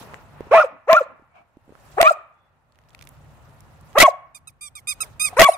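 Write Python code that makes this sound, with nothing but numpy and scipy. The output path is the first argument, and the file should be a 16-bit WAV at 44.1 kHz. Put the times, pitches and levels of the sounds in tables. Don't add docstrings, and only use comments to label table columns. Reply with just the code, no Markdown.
import sys
import numpy as np
from scipy import signal
from scipy.fft import rfft, irfft, next_fast_len
from scipy.io import wavfile
from scipy.ndimage import uniform_filter1d, minimum_filter1d

SR = 44100
rng = np.random.default_rng(int(sys.argv[2]) if len(sys.argv) > 2 else 0)


def how_loud(loudness_db):
    steps = np.asarray(loudness_db, float) / 20
    return 10 ** steps


def waveform_to_disk(signal):
    frames = np.transpose(np.atleast_2d(signal))
    scaled = np.clip(frames, -1, 1) * 32767
    samples = np.round(scaled).astype(np.int16)
    wavfile.write(sys.argv[1], SR, samples)


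N = 245637

# t/s, left port leads/rad at three pitches (3 columns), left-right/dB
STANCE = [(.58, -0.17, .2, -1.6, -0.54), (0.951, .1, 1, 1.6, 0.74), (2.051, 0.45, 2.4, 1.4, 1.2),
          (4.029, -0.31, 0.17, 1.4, -0.2), (5.44, -.3, 0.5, 1.3, 1.5)]


def rms_one(x):
    return x / np.sqrt(np.mean(x ** 2) + 1e-20)


def in_time(rows):
    s, *columns = np.transpose(rows)
    return [np.interp(np.arange(N) / SR, s, column) for column in columns]


def per_bark(rows):
    return in_time([(s + shift, *row) for (s, *_), row in zip(STANCE, rows) for shift in (-.12, .12)])


def phrases(tables, fade_s):
    gate = np.zeros(N)
    for rows in tables:
        gate[round(rows[0][0] * SR):round(rows[-1][0] * SR)] = 1
    joined = sorted(sum(map(list, tables), []))
    return [uniform_filter1d(gate, round(fade_s * SR))] + in_time(joined)


def at_hz(points, hz):
    points = np.array(points)
    return np.interp(np.log(hz), np.log(points[:, 0]), points[:, 1])


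def drift(rate, at=slice(None)):
    r = np.exp(-32 * np.pi * rate / SR)
    white = rng.standard_normal(N // 16 + 2002)
    slow = signal.lfilter([1], [1, -2 * r, r * r], white)[2000:]
    return np.interp(np.arange(N)[at] / 16, np.arange(len(slow)), rms_one(slow))


def band(x, order, hz, kind):
    return signal.sosfilt(signal.butter(order, hz, kind, fs=SR, output="sos"), x)


def resonance(x, hz, width_hz):
    r = np.exp(-np.pi * width_hz / SR)
    ring = [1, -2 * r * np.cos(2 * np.pi * hz / SR), r * r]
    return signal.lfilter([(1 - r * r) / 2, 0, (r * r - 1) / 2], ring, x + 1e-18)


def barks():
    # t/s, pitch f/Hz, level/dB
    chest_curves = [
        [(0.509, 432, -41.5), (0.515, 468.4, -15), (0.527, 561, -12), (0.537, 671, -7), (0.561, 672.3, -7.5),
         (0.599, 615, -11), (0.607, 609.9, -19.5), (0.62, 622.3, -21.5), (0.631, 650, -34)],
        [(0.874, 369.9, -39.5), (0.888, 542.9, -18), (0.902, 667.5, -4.5), (0.92, 650, -13.5),
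         (0.934, 650, -8.5), (0.942, 650, -9), (0.948, 620.5, -18.5), (0.96, 603.7, -17.5),
         (0.998, 640.6, -36.5)],
        [(1.97, 356.8, -46.5), (1.984, 390, -20), (1.997, 567.3, -21), (2.007, 679.5, -5), (2.027, 680.5, -23),
         (2.0305, 662.8, -5), (2.036, 654.4, -18), (2.06, 633.6, -14), (2.095, 606.3, -36.5)],
        [(3.951, 376, -50.5), (3.958, 399.6, -26.5), (3.97, 527.7, -19.5), (3.98, 625.2, -6),
         (3.991, 645.2, -19.5), (4.013, 665.7, -13), (4.019, 768.7, -8.5), (4.04, 626.5, -12),
         (4.071, 592.3, -34)],
        [(5.366, 429.2, -41), (5.37, 462.1, -21.5), (5.382, 522.5, -20.5), (5.398, 655, -3.5),
         (5.408, 665.6, -5.5), (5.419, 656.7, -8), (5.428, 663.3, -16), (5.456, 620.8, -29.5),
         (5.478, 640.6, -31.5)],
    ]
    # t/s, pitch f/Hz, level/dB
    yelp_curves = [
        [(0.538, 880.2, -12), (0.548, 889.8, -11.5), (0.553, 1045, -18), (0.576, 1125, -14), (0.581, 1339, -14),
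         (0.599, 1210, -11), (0.604, 1447, -14.5), (0.619, 1396, -13.5), (0.6325, 1170, -19)],
        [(0.905, 1019, -32.5), (0.915, 1026, -15), (0.935, 1074, -11.5), (0.941, 1114, -28),
         (0.951, 1172, -10.5), (0.963, 1250, -21.5), (0.968, 1390, -7.5), (0.985, 1392, -11),
         (1.002, 1091, -33.5)],
        [(2.026, 1016, -26), (2.034, 1054, -23.5), (2.054, 1127, -14.5), (2.078, 1253, -4), (2.083, 1393, -14),
         (2.096, 1363, -9), (2.104, 1250, -23)],
        [(4.027, 1105, -24.5), (4.035, 1109, -9), (4.052, 1120, -7), (4.063, 1095, -7), (4.073, 923, -19.5)],
        [(5.423, 1086, -27.5), (5.429, 1097, -9.5), (5.45, 1124, -10.5), (5.466, 1140, -9), (5.474, 1082, -16),
         (5.48, 978, -18)],
    ]
    # rasp/dB, breath/dB, chest overtones/dB, yelp overtones/dB
    strain = [
        (-11, -45, -4.5, -5.5),
        (-17, -41, -4, -2.5),
        (-19, -34.5, -1, -1),
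        (-17.5, -33.5, 2, -2),
        (-23.5, -32, 2, 3),
    ]
    chest_on, chest_hz, chest_db = phrases(chest_curves, fade_s=0.0048)
    yelp_on, yelp_hz, yelp_db = phrases([[*a, *b] for a, b in zip(yelp_curves, jaw_shuts())], fade_s=0.0045)
    chest = 2 * np.pi * np.cumsum(chest_hz * (1 + .015 * drift(150.0))) / SR
    yelp = 2 * np.pi * np.cumsum(yelp_hz * (1 + .006 * drift(150.0))) / SR
    rasp_db, breath_db, chest_edge_db, yelp_edge_db = per_bark(strain)
    voice = two_voices((chest, chest_on, chest_hz, chest_db, chest_edge_db),
                       (yelp, yelp_on, yelp_hz, yelp_db, yelp_edge_db))
    effort = chest_on * how_loud(chest_db) + 0.62 * yelp_on * how_loud(yelp_db)
    effort = uniform_filter1d(effort, round(0.0083 * SR))
    puffs = rng.standard_normal((2, N)) * (1 + 0.58 * np.cos(chest))
    dog = voice + throat_rasp(puffs, effort) * how_loud(rasp_db) + breath(puffs, effort) * how_loud(breath_db)
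    pan_db = per_bark([row[1:] for row in STANCE])[-1]
    dog = dog * how_loud(np.array([[.5], [-.5]]) * pan_db)
    return band(dog, 2, 330, "high")


def jaw_shuts():
    # t/s, pitch f/Hz, level/dB, slide/(Hz per s), stretch of the times
    puffs = [
        (.6445, 555.3, -16.5, 6990, 1.1),
        (1.013, 558.9, -15, 8000, .95),
        (2.1125, 660.2, -11, 9990, .75),
        (4.083, 689.7, -6.5, 14020, .8),
        (5.492, 692, -3.5, 12200, .7),
    ]
    # t/s from its middle, level/dB
    shape = [(-.009, -17.5), (-.004, -2.5), (.002, 1), (.008, -9), (.017, -30)]
    return [[(s + d * stretch, hz - slide * d * stretch, db + loss) for d, loss in shape]
            for s, hz, db, slide, stretch in puffs]


def mouth_overtones(level_db, hz, edge_db, orders, opening):
    # f/Hz, level/dB
    wide = [(760, 2), (1000, -10), (1300, -16.5), (1980, -15.5), (2400, -10), (2750, -30), (3400, -25),
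            (4200, -38.5), (5500, -55)]
    # f/Hz, level/dB
    narrow = [(730, 3.5), (930, -12), (1200, -2.5), (1500, -14.5), (1950, -12), (2500, -12), (3000, -24),
              (5500, -55)]
    source_db = level_db + edge_db + .035 * np.maximum(620 - hz, 0)
    levels = [level_db]
    for k in orders:
        colour_db = opening * at_hz(wide, k * hz) + (1 - opening) * at_hz(narrow, k * hz)
        narrow_loss_db = 5 * (k > 2) * (1 - opening)
        order_loss_db = 4 * max(k - orders[1], 0)
        levels.append(source_db + colour_db - narrow_loss_db - order_loss_db)
    return levels


def two_voices(chest_voice, yelp_voice):
    # t/s, mouth opening/(0-1), buzz of the folds/dB
    jaw = [(.53, 0, 0), (.541, 1, 0), (.574, .99, 0), (.582, 1, -7), (.61, .99, -9), (.8, 0, 0), (.9, 0, 0),
           (.912, .99, 0), (.945, .99, -2), (.968, 1, -12), (1.9, 0.01, 0), (2.008, 0.02, 0), (2.016, 1, 0),
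           (2.075, .99, -1), (2.088, 0.97, -10), (3.8, 0, 0), (3.981, 0.02, -0.5), (3.988, .99, 0),
           (4.035, 1, -2), (4.055, 1, -6), (5.2, 0, 0), (5.391, 0.02, 0), (5.398, .99, 0),
           (5.428, 0.98, -2), (5.44, .99, -8)]
    # chest + yelp/dB, two chest + yelp/dB, chest + two yelp/dB
    coupling = [
        (-13.5, -12, -28.5),
        (-15, -14.5, -27),
        (-17, -18, -19.5),
        (-21.5, -18, -20),
        (-22.5, -21.5, -23),
    ]
    port_hz = [650, 1198, 2385]
    chest, chest_on, chest_hz, chest_db, chest_edge_db = chest_voice
    yelp, yelp_on, yelp_hz, yelp_db, yelp_edge_db = yelp_voice
    opening, buzz_db = in_time(jaw)
    sum_db, upper_db, top_db = per_bark(coupling)
    *leads, _ = per_bark([row[1:] for row in STANCE])
    voiced = np.flatnonzero(chest_on + yelp_on > 1e-6)
    voice = np.zeros((2, N))

    def add(turn, hz, size, flutter_db):
        step = np.interp(hz[voiced], port_hz, range(3))
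        lead = sum(np.maximum(1 - abs(step - k), 0) * gap[voiced] for k, gap in enumerate(leads))
        flutter = how_loud(flutter_db * np.array([drift(110.0, voiced), drift(110.0, voiced)]))
        wave = np.sin(turn[voiced] + np.array([[.5], [-.5]]) * lead)
        voice[:, voiced] += np.sqrt(2) * size[voiced] * flutter * wave

    yelp_edge_db = yelp_edge_db - 0.1 * np.maximum(940 - yelp_hz, 0)
    chest_levels = mouth_overtones(chest_db, chest_hz, chest_edge_db + buzz_db, range(2, 9), opening)
    yelp_levels = mouth_overtones(yelp_db, yelp_hz, yelp_edge_db, range(2, 5), opening)
    for k, db in enumerate(chest_levels, 1):
        add(k * chest, k * chest_hz, chest_on * how_loud(db), flutter_db=min(.7 + 1.8 * (k - 1), 4.5))
    for k, db in enumerate(yelp_levels, 1):
        add(k * yelp, k * yelp_hz, yelp_on * how_loud(db), flutter_db=.7 + 1.0 * (k - 1))
    both = chest_on * yelp_on * how_loud((chest_db + yelp_db) / 2 + buzz_db)
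    for a, b, db, flutter_db in ((1, 1, sum_db, 3.5), (2, 1, upper_db, 3.0), (1, 2, top_db, 2.5), (-2, 2, -19.0, -4.0)):
        add(a * chest + b * yelp, a * chest_hz + b * yelp_hz, both * how_loud(db), flutter_db)
    return voice


def throat_rasp(puffs, effort):
    # f/Hz, width/Hz, level/dB
    throat = [(699, 140, 1), (1250, 310, 0), (1750, 210, -10.5), (2500, 310, -6.5), (3140, 760, -25)]
    # t/s, effort/dB
    huff = [(1.3, -73), (1.36, -32.5), (1.418, -41.5), (1.444, -77)]
    rasp = sum(how_loud(db) * resonance(puffs, hz, width) * (-1) ** k / np.sqrt(width)
               for k, (hz, width, db) in enumerate(throat))
    rasp = band(rasp, 4, 380, "high")
    pant = how_loud(in_time([(0, -120), *huff, (N / SR, -120)])[0])
    return (effort + pant) * rms_one(rasp)


def breath(puffs, effort):
    # f/Hz, width/Hz, level/dB
    airway = [(3990, 500, -1), (4930, 400, -3.5), (6500, 980, -1), (8190, 750, -0.5), (10476, 3200, -8),
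              (13610, 2500, -9)]
    flow = uniform_filter1d(np.sqrt(np.abs(effort)), round(0.019 * SR))
    flow = np.roll(flow, round(0.0029 * SR))
    linger = np.exp(-1 / (0.0068 * SR))
    flow = signal.lfilter([1 - linger], [1, -linger], flow) * how_loud(2.1 * drift(60.0))
    air = sum(how_loud(db + 4.9 * drift(30.0)) * resonance(puffs, hz, width) * np.sqrt(5000 / width) * (-1) ** k
              for k, (hz, width, db) in enumerate(airway))
    return flow * band(air, 2, 3300, "high")


def throat_catch():
    # t/s, peak level/dB, ring f/Hz, left-right/dB
    gulp = [
        (5.33, -29.5, 740, 0),
    ]
    return crunches(gulp, cycles=7.5, crack_db=-50, broad_db=-50)


def squeeze_shape():
    # t/s, length/s, level/dB, top pitch f/Hz, last pitch f/Hz
    squeezes = [(4.347, 0.034, -44, 1222, 1140), (4.473, .025, -42.5, 1296, 1140),
                (4.61, .078, -41, 1207, 1134), (4.753, .043, -41, 1241, 1089),
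                (4.872, .061, -28, 1250, 1111), (5.005, 0.036, -28, 1300, 1089),
                (5.197, .092, -23.5, 1267, 1119), (5.368, .028, -39, 1331, 1291),
                (5.456, 0.065, -40.5, 1344, 1340), (5.517, 0.017, -38, 1539, 1350),
                (5.534, 0.0304, -39, 1290, 1130)]
    # share of the time spent swelling, first pitch f/Hz, droop bend, leaking air/dB
    grip = [(.25, 1212, 2.1, 7), (.3, 1290, 2.1, 4), (.3, 1195, 2.1, 2), (.06, 1240, 1.2, 5.5),
            (.56, 1210, 1.6, 1.5), (.35, 1293, 2.3, 3), (.49, 1208, 1.5, 0), (.3, 1325, 1.9, 0),
            (0.63, 1335, 1.9, -3), (.5, 1360, 1.3, -4), (0.075, 1290, 1.16, -2)]
    t = np.arange(N) / SR
    on, level_db, hz = np.zeros(N), np.full(N, -120.), np.full(N, 1250.)
    droop_hz, haste, air_db = np.zeros((3, N))
    for (s, length, db, top_hz, last_hz), (share, first_hz, bend, leak_db) in zip(squeezes, grip):
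        now = slice(round((s - .001) * SR), round((s + length + .002) * SR))
        on[round(s * SR):round((s + length) * SR)] = 1
        swell_s = length * np.clip(share, .05, .9)
        early = np.clip((s + swell_s - t[now]) / swell_s, 0, 1)
        late = np.maximum(t[now] - s - swell_s, 0) / (length - swell_s)
        level_db[now] = db - 11 * share * early ** 2 - 7.5 * late ** 2
        haste[now] = min(0.044 / length, 1.3)
        air_db[now] = leak_db
        droop_hz[now] = (top_hz - last_hz) * late ** bend
        stall_hz = 55 * np.minimum(late, 1.05) ** 9 * (top_hz - last_hz > 30)
        hz[now] = top_hz - (top_hz - first_hz) * early - droop_hz[now] - stall_hz
    on = uniform_filter1d(on, round(.0025 * SR))
    hz = uniform_filter1d(hz, round(.004 * SR), mode="nearest")
    return on, level_db, hz, droop_hz, haste, air_db


def toy():
    # right level/dB, left-right/dB, left leads/rad
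    reed = [(-13.5, -3, 4), (-7.5, -5.5, .5), (-10.5, -6, -2.5), (-12, -11, -0.1), (-6, -14, 7.5),
            (-11, -9, -0.75), (-2, -13, -6), (-7.5, -2.5, -11), (-15, -12, -1.5), (-22, -6, -5.5),
            (-21, -18, 2.5), (-27.5, -12, -6)]
    # f/Hz, level/dB
    rubber = [(1000, 0), (3700, 1), (5200, 0), (6500, -6), (7400, -0.5), (8500, 1), (9400, 5), (10800, -3),
              (13000, 1), (16000, -3.5)]
    on, level_db, hz, droop_hz, haste, air_db = squeeze_shape()
    turn = 2 * np.pi * np.cumsum(hz * (1 + .0025 * drift(140.0))) / SR
    blown = np.flatnonzero(on > 1e-6)
    tone, pitch = np.zeros((2, N)), hz[blown]
    belly_db = 10.5 * np.exp(-((pitch - 1320) / 41) ** 2)
    for k, (db, pan_db, lead) in enumerate(reed, 1):
        grit_db = .14 * k * drift(400.0, blown) + 3.2 * drift(40.0, blown)
        fail_db = 0.025 * max(k - 2, 0) * (droop_hz * haste)[blown]
        body_db = at_hz(rubber, k * pitch) + (k == 1) * belly_db
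        sides_db = np.array([pan_db + 2.3 * drift(4.5, blown), 0 * pitch])
        wave = np.sin(k * turn[blown] + .5 * k + np.array([[lead], [0]]))
        tone[:, blown] += how_loud(db + grit_db - fail_db + body_db + sides_db) * wave
    tone *= how_loud(7.0) * on * how_loud(level_db)
    return tone + toy_leak(on, turn, level_db + air_db, droop_hz)


def toy_leak(on, turn, level_db, droop_hz):
    # f/Hz, width/Hz, level/dB
    hollow = [(5030, 1800, -5), (9500, 1900, 0), (13200, 2600, -4)]
    hiss = rng.standard_normal((2, N)) * (1 + 0.69 * on * np.cos(turn))
    hiss = sum(how_loud(db) * resonance(hiss, hz, width) * (-1) ** k for k, (hz, width, db) in enumerate(hollow))
    hiss = how_loud(6.0) * band(hiss, 2, 3300, "high")
    span = round(0.006 * SR)
    drooping = on * how_loud(level_db + 0.0929 * np.minimum(droop_hz, 110))
    held = np.roll(-minimum_filter1d(-drooping, span), span // 2)
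    held = held * how_loud(-3.0) + on * how_loud(level_db - 12)
    fading = np.exp(-1 / (0.004 * SR))
    return hiss * signal.lfilter([1 - fading], [1, -fading], held) * how_loud([[-22], [-16]])


def yard_echo(x):
    # f/Hz, time to fall 60 dB t/s
    t60_s = [(300, .3), (650, .4), (1200, 0.54), (2400, 0.46), (5000, 0.35), (12000, .25)]
    # f/Hz, level/dB
    walls = [(400, 0), (650, 1), (900, 0), (1150, 1.5), (1400, -6.5), (1700, 3), (2400, 1.5), (5000, 0)]
    size = next_fast_len(N + SR)
    hz = np.arange(size // 2 + 1) * SR / size
    t60 = at_hz(t60_s, hz + 1)
    combs = []
    for lag in rng.uniform(0.024, 0.067, (2, 10)):
        loops = 10 ** (-3 * lag[:, None] / t60) * np.exp(-2j * np.pi * hz * lag[:, None])
        combs.append((loops / (1 - loops)).sum(axis=0))
    slap = how_loud(4) * np.exp(-((hz - 1200) / 260) ** 2)
    slap = slap * np.exp(-2j * np.pi * hz * .041 * np.array([[1], [1.01]]))
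    apart = np.clip(hz / 2200, .1, 1)
    mid, side = combs[0] * np.sqrt(2 - apart), combs[1] * np.sqrt(apart)
    room = np.array([mid + side, mid - side]) / 3 + slap
    return irfft(rfft(x, size) * how_loud(at_hz(walls, hz + 1)) * room, size)[:, :N]


def crunches(events, cycles, crack_db, broad_db):
    t = np.arange(round(0.0099 * SR)) / SR
    out = np.zeros((2, N))
    for s, db, hz, pan_db in events:
        ring = np.sin(2 * np.pi * hz * t) * np.exp(-t * hz / cycles)
        burst = rng.standard_normal((2, len(t))) * np.exp(-t / 0.0013) * np.minimum(t / .0004, 1)
        crack = how_loud(crack_db) * resonance(burst, hz, 0.63 * hz)
        crack += how_loud(broad_db) * signal.lfilter([.5], [1, -.5], burst)
        at = round(s * SR)
        out[:, at:at + len(t)] += how_loud(db) * (ring + crack) * how_loud([[pan_db / 2], [-pan_db / 2]])
    return out


def snow_and_grip():
    # t/s, peak level/dB, ring f/Hz, left-right/dB
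    steps = [(0.013, -33, 268, 2), (0.03, -31, 1010, 3.5), (0.038, -40.5, 470, 23), (0.074, -33, 466, 1),
             (0.137, -32, 960, -21), (0.143, -30, 1890, 27.5), (0.407, -18.5, 427, -5.5),
             (0.469, -32, 368, -2), (1.196, -45, 400, -9), (1.222, -45, 276, -3), (1.57, -35.5, 298, -4),
             (1.679, -41.5, 254, -2), (1.693, -36.5, 444, -6), (1.704, -39.5, 253, -8),
             (1.723, -36.5, 434, 8), (1.753, -47.5, 1290, -37.5)]
    # t/s, peak level/dB, ring f/Hz, left-right/dB
    ticks = [(2.7223, -71, 1800, -7), (2.7223, -58, 4210, -7.0), (2.7482, -58.5, 2110, -2.0),
             (2.7566, -52.5, 2210, -6.5), (2.7881, -47.5, 1980, -7), (2.8156, -58, 2070, -1.5),
             (2.8375, -55.5, 2020, -0.5), (2.8874, -50.5, 2950, -4.5), (2.8935, -52, 6300, -5),
             (2.9052, -50, 3100, -5), (2.936, -54, 3300, -4), (3.0045, -53, 3000, -6),
             (3.0232, -39, 6000, -7), (3.0402, -48, 4500, -7), (3.0515, -49, 9500, -5),
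             (2.9313, -53, 2970, -5), (2.9482, -33, 2190, 5), (2.9802, -53, 2350, -7),
             (2.9912, -41, 2480, -9), (3.0116, -36, 2320, -7), (3.0256, -37, 2770, -12),
             (3.0725, -35.5, 2670, -8), (3.0899, -38, 12700, -5), (3.1686, -54.5, 2340, -7),
             (3.2456, -53, 2500, -4), (3.4396, -62, 1810, -2), (3.495, -54, 2600, -5),
             (3.6058, -43, 8290, -4.5), (3.7599, -55, 2100, -5), (3.8108, -48.5, 9050, -7),
             (3.9083, -54, 2130, -5), (3.93, -43, 2170, -5)]
    dull = crunches(steps, cycles=0.94, crack_db=-18.0, broad_db=-21.5)
    return dull + crunches(ticks, cycles=1.26, crack_db=5.5, broad_db=-6.0)


def shuffles():
    # t/s, half length/s, level/dB, f/Hz
    thuds = [
        (0.545, .03, -44, 200),
        (0.738, 0.036, -54, 228),
        (1.115, 0.04, -54.5, 240),
        (1.401, 0.027, -64, 202),
        (2.186, .03, -57.5, 404),
        (2.42, 0.073, -76.5, 3450),
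        (1.377, 0.051, -61.5, 2280),
        (1.391, 0.039, -53.5, 700),
    ]
    t, out = np.arange(N) / SR, np.zeros((2, N))
    for s, half, db, hz in thuds:
        now = slice(round((s - .15) * SR), round((s + .15) * SR))
        noise = resonance(rng.standard_normal((2, now.stop - now.start)), hz, 140)
        swell = np.exp(-((t[now] - s) / half) ** 2)
        out[:, now] += how_loud(db) * swell * rms_one(resonance(noise, hz, 140))
    return out


def banded_noise(spectrum, patchy_db):
    # f/Hz, likeness/(0-1)
    likeness = [(40, 1), (140, 0.19), (600, 0.82), (1200, 0.26), (2500, 0.0039), (6000, 0)]
    out, white = 0, rng.standard_normal((2, 2, N))
    bottom, top = spectrum[0][0], spectrum[-1][0]
    edges = np.geomspace(bottom, top, round(2 * np.log2(top / bottom)) + 1)
    for k, (low, high) in enumerate(zip(edges, edges[1:])):
        centre = np.sqrt(low * high)
        mid, side = band(white[k % 2], 2, [low, high], "band")
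        alike = np.clip(at_hz(likeness, centre), 0, 1)
        gain = how_loud(at_hz(spectrum, centre) + patchy_db * drift(25.0))
        out = out + gain * (np.sqrt(1 + alike) * mid + np.sqrt(1 - alike) * side * [[1], [-1]])
    return rms_one(out)


def background():
    # f/Hz, level/dB
    rumble_bands, yard_bands, hiss_bands = [(12, -48.5), (20, -19.5), (57, -1.5), (112, 1.5), (136, -5.5),
                                            (152, -6.5), (172, -11), (300, -16), (390, -48.5), (660, -120)], [(130, -33.5), (220, -5), (319, -14),
                                                            (446, -7.5), (751, -2), (1030, -8.5),
                                                            (1180, -6.5), (2230, -16.5), (2560, -18),
                                                            (3500, -30.5), (4550, -59), (7700, -120)], [(1650, -30.5), (2800, -3),
                                                                          (6050, -8.5), (7160, -7),
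                                                                          (8860, -8), (12800, -13),
                                                                          (16200, -9)]
    duck_rumble = [1.01, 1.01, 1.01, .65, .8]
    # t/s, half length/s, yard lift/dB, hiss lift/dB
    rustles = [
        (0.0, .06, 7.5, 18),
        (0.128, 0.099, 10.5, 6),
        (0.43, .12, 8.5, 0),
        (1.89, 0.23, 5.5, 10.5),
        (3.939, 0.081, 2.5, 4.5),
        (5.04, 0.0562, 7, 10.5),
        (5.326, 0.065, 10.5, 9),
    ]
    t = np.arange(N) / SR
    starts = np.array(STANCE)[:, 0] - .05
    since = np.array([np.where(t > s, t - s, 99) for s in starts]).min(axis=0)
    duck_db = 16 * np.clip(1 - (since - .68) / 0.39, 0, 1)
    share = np.array(duck_rumble)[np.clip(np.searchsorted(starts, t) - 1, 0, None)]
    yard_lift_db, hiss_lift_db = sum(np.exp(-((t - s) / half) ** 2) * np.array([[yard], [hiss]])
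                                     for s, half, yard, hiss in rustles)
    hum_hz = 145.3
    hum = resonance(resonance(rng.standard_normal(N), hum_hz, 13), hum_hz, 13)
    hum = how_loud(-5.5 - .35 * duck_db) * rms_one(hum)
    rumble = how_loud(-51.5 - duck_db * share) * (banded_noise(rumble_bands, patchy_db=-1.0) + hum)
    air = banded_noise(yard_bands, patchy_db=.9)
    yard = how_loud(-56.5 - 0.67 * duck_db + yard_lift_db) * air
    far_tail = how_loud(-34) * np.exp(-since / 0.092) * band(air, 2, [560, 3000], "band")
    hiss_db = -68 - 0.99 * duck_db + hiss_lift_db + np.array([[-2.5], [2.5]])
    return rumble + yard + far_tail + how_loud(hiss_db) * banded_noise(hiss_bands, patchy_db=2.5)


def scene():
    dog, squeaks = barks(), toy()
    echo = yard_echo(dog[0] * how_loud(-23) + squeaks[1] * how_loud(-33.5))
    return dog + throat_catch() + squeaks + echo + snow_and_grip() + shuffles() + background()


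def converter_overload(dry):
    overloads = [(.9305, .9322, 1.06, 0, .85), (2.0125, 2.016, 1.14, 1.14, .55),
                 (2.021, 2.026, 1.15, 0, .2), (2.0282, 2.0295, 0, 1.06, .8), (3.984, 3.99, 1.7, 1.2, .45),
                 (3.9905, 4.0, 1.9, 0, .3), (4.002, 4.018, 1.8, 1.6, .68), (4.021, 4.034, 1.3, 1.45, .72),
                 (4.035, 4.051, 0, 1.04, .72), (5.395, 5.4015, 1.35, 1.06, .75),
                 (5.4065, 5.409, 1.2, 1.2, .75), (5.415, 5.427, 1.25, 1.35, .85),
                 (5.428, 5.446, 1.35, 0, .5)]
    core = signal.sosfiltfilt(signal.butter(2, 1500, fs=SR, output="sos"), dry)
    peak = -minimum_filter1d(-np.abs(core), round(.003 * SR))
    peak = uniform_filter1d(peak, round(.002 * SR)) + 1e-9
    out = 1.5 * np.tanh(dry / 1.5)
    surge = how_loud(0.88 * drift(160.0))
    for start, end, left, right, full in overloads:
        span = slice(round((start - .001) * SR), round((end + .001) * SR))
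        swell = signal.windows.tukey(span.stop - span.start, .002 / (end - start + .002))
        for ch, share in enumerate((left, right)):
            if share > .5:
                shape = (.7 + .3 * swell) * surge[span] * core[ch, span] / peak[ch, span]
                driven = share * shape / np.abs(shape).max()
                wrapped = full * np.tanh(1.6 * ((driven + 1) % 2 - 1))
                wrapped -= 0.45 * uniform_filter1d(wrapped, round(0.0027 * SR))
                out[ch, span] += (wrapped - out[ch, span]) * np.minimum(3 * swell, 1)
    return out


def top_cut(x):
    return signal.sosfilt(signal.butter(12, 16320, fs=SR, output="sos"), x)


def record(dry):
    out = converter_overload(dry)
    out = signal.sosfilt(signal.cheby2(10, 40, 16300, fs=SR, output="sos"), out)
    return top_cut(np.clip(out, -1, 1))


dry = scene()
out = record(dry)
waveform_to_disk(out)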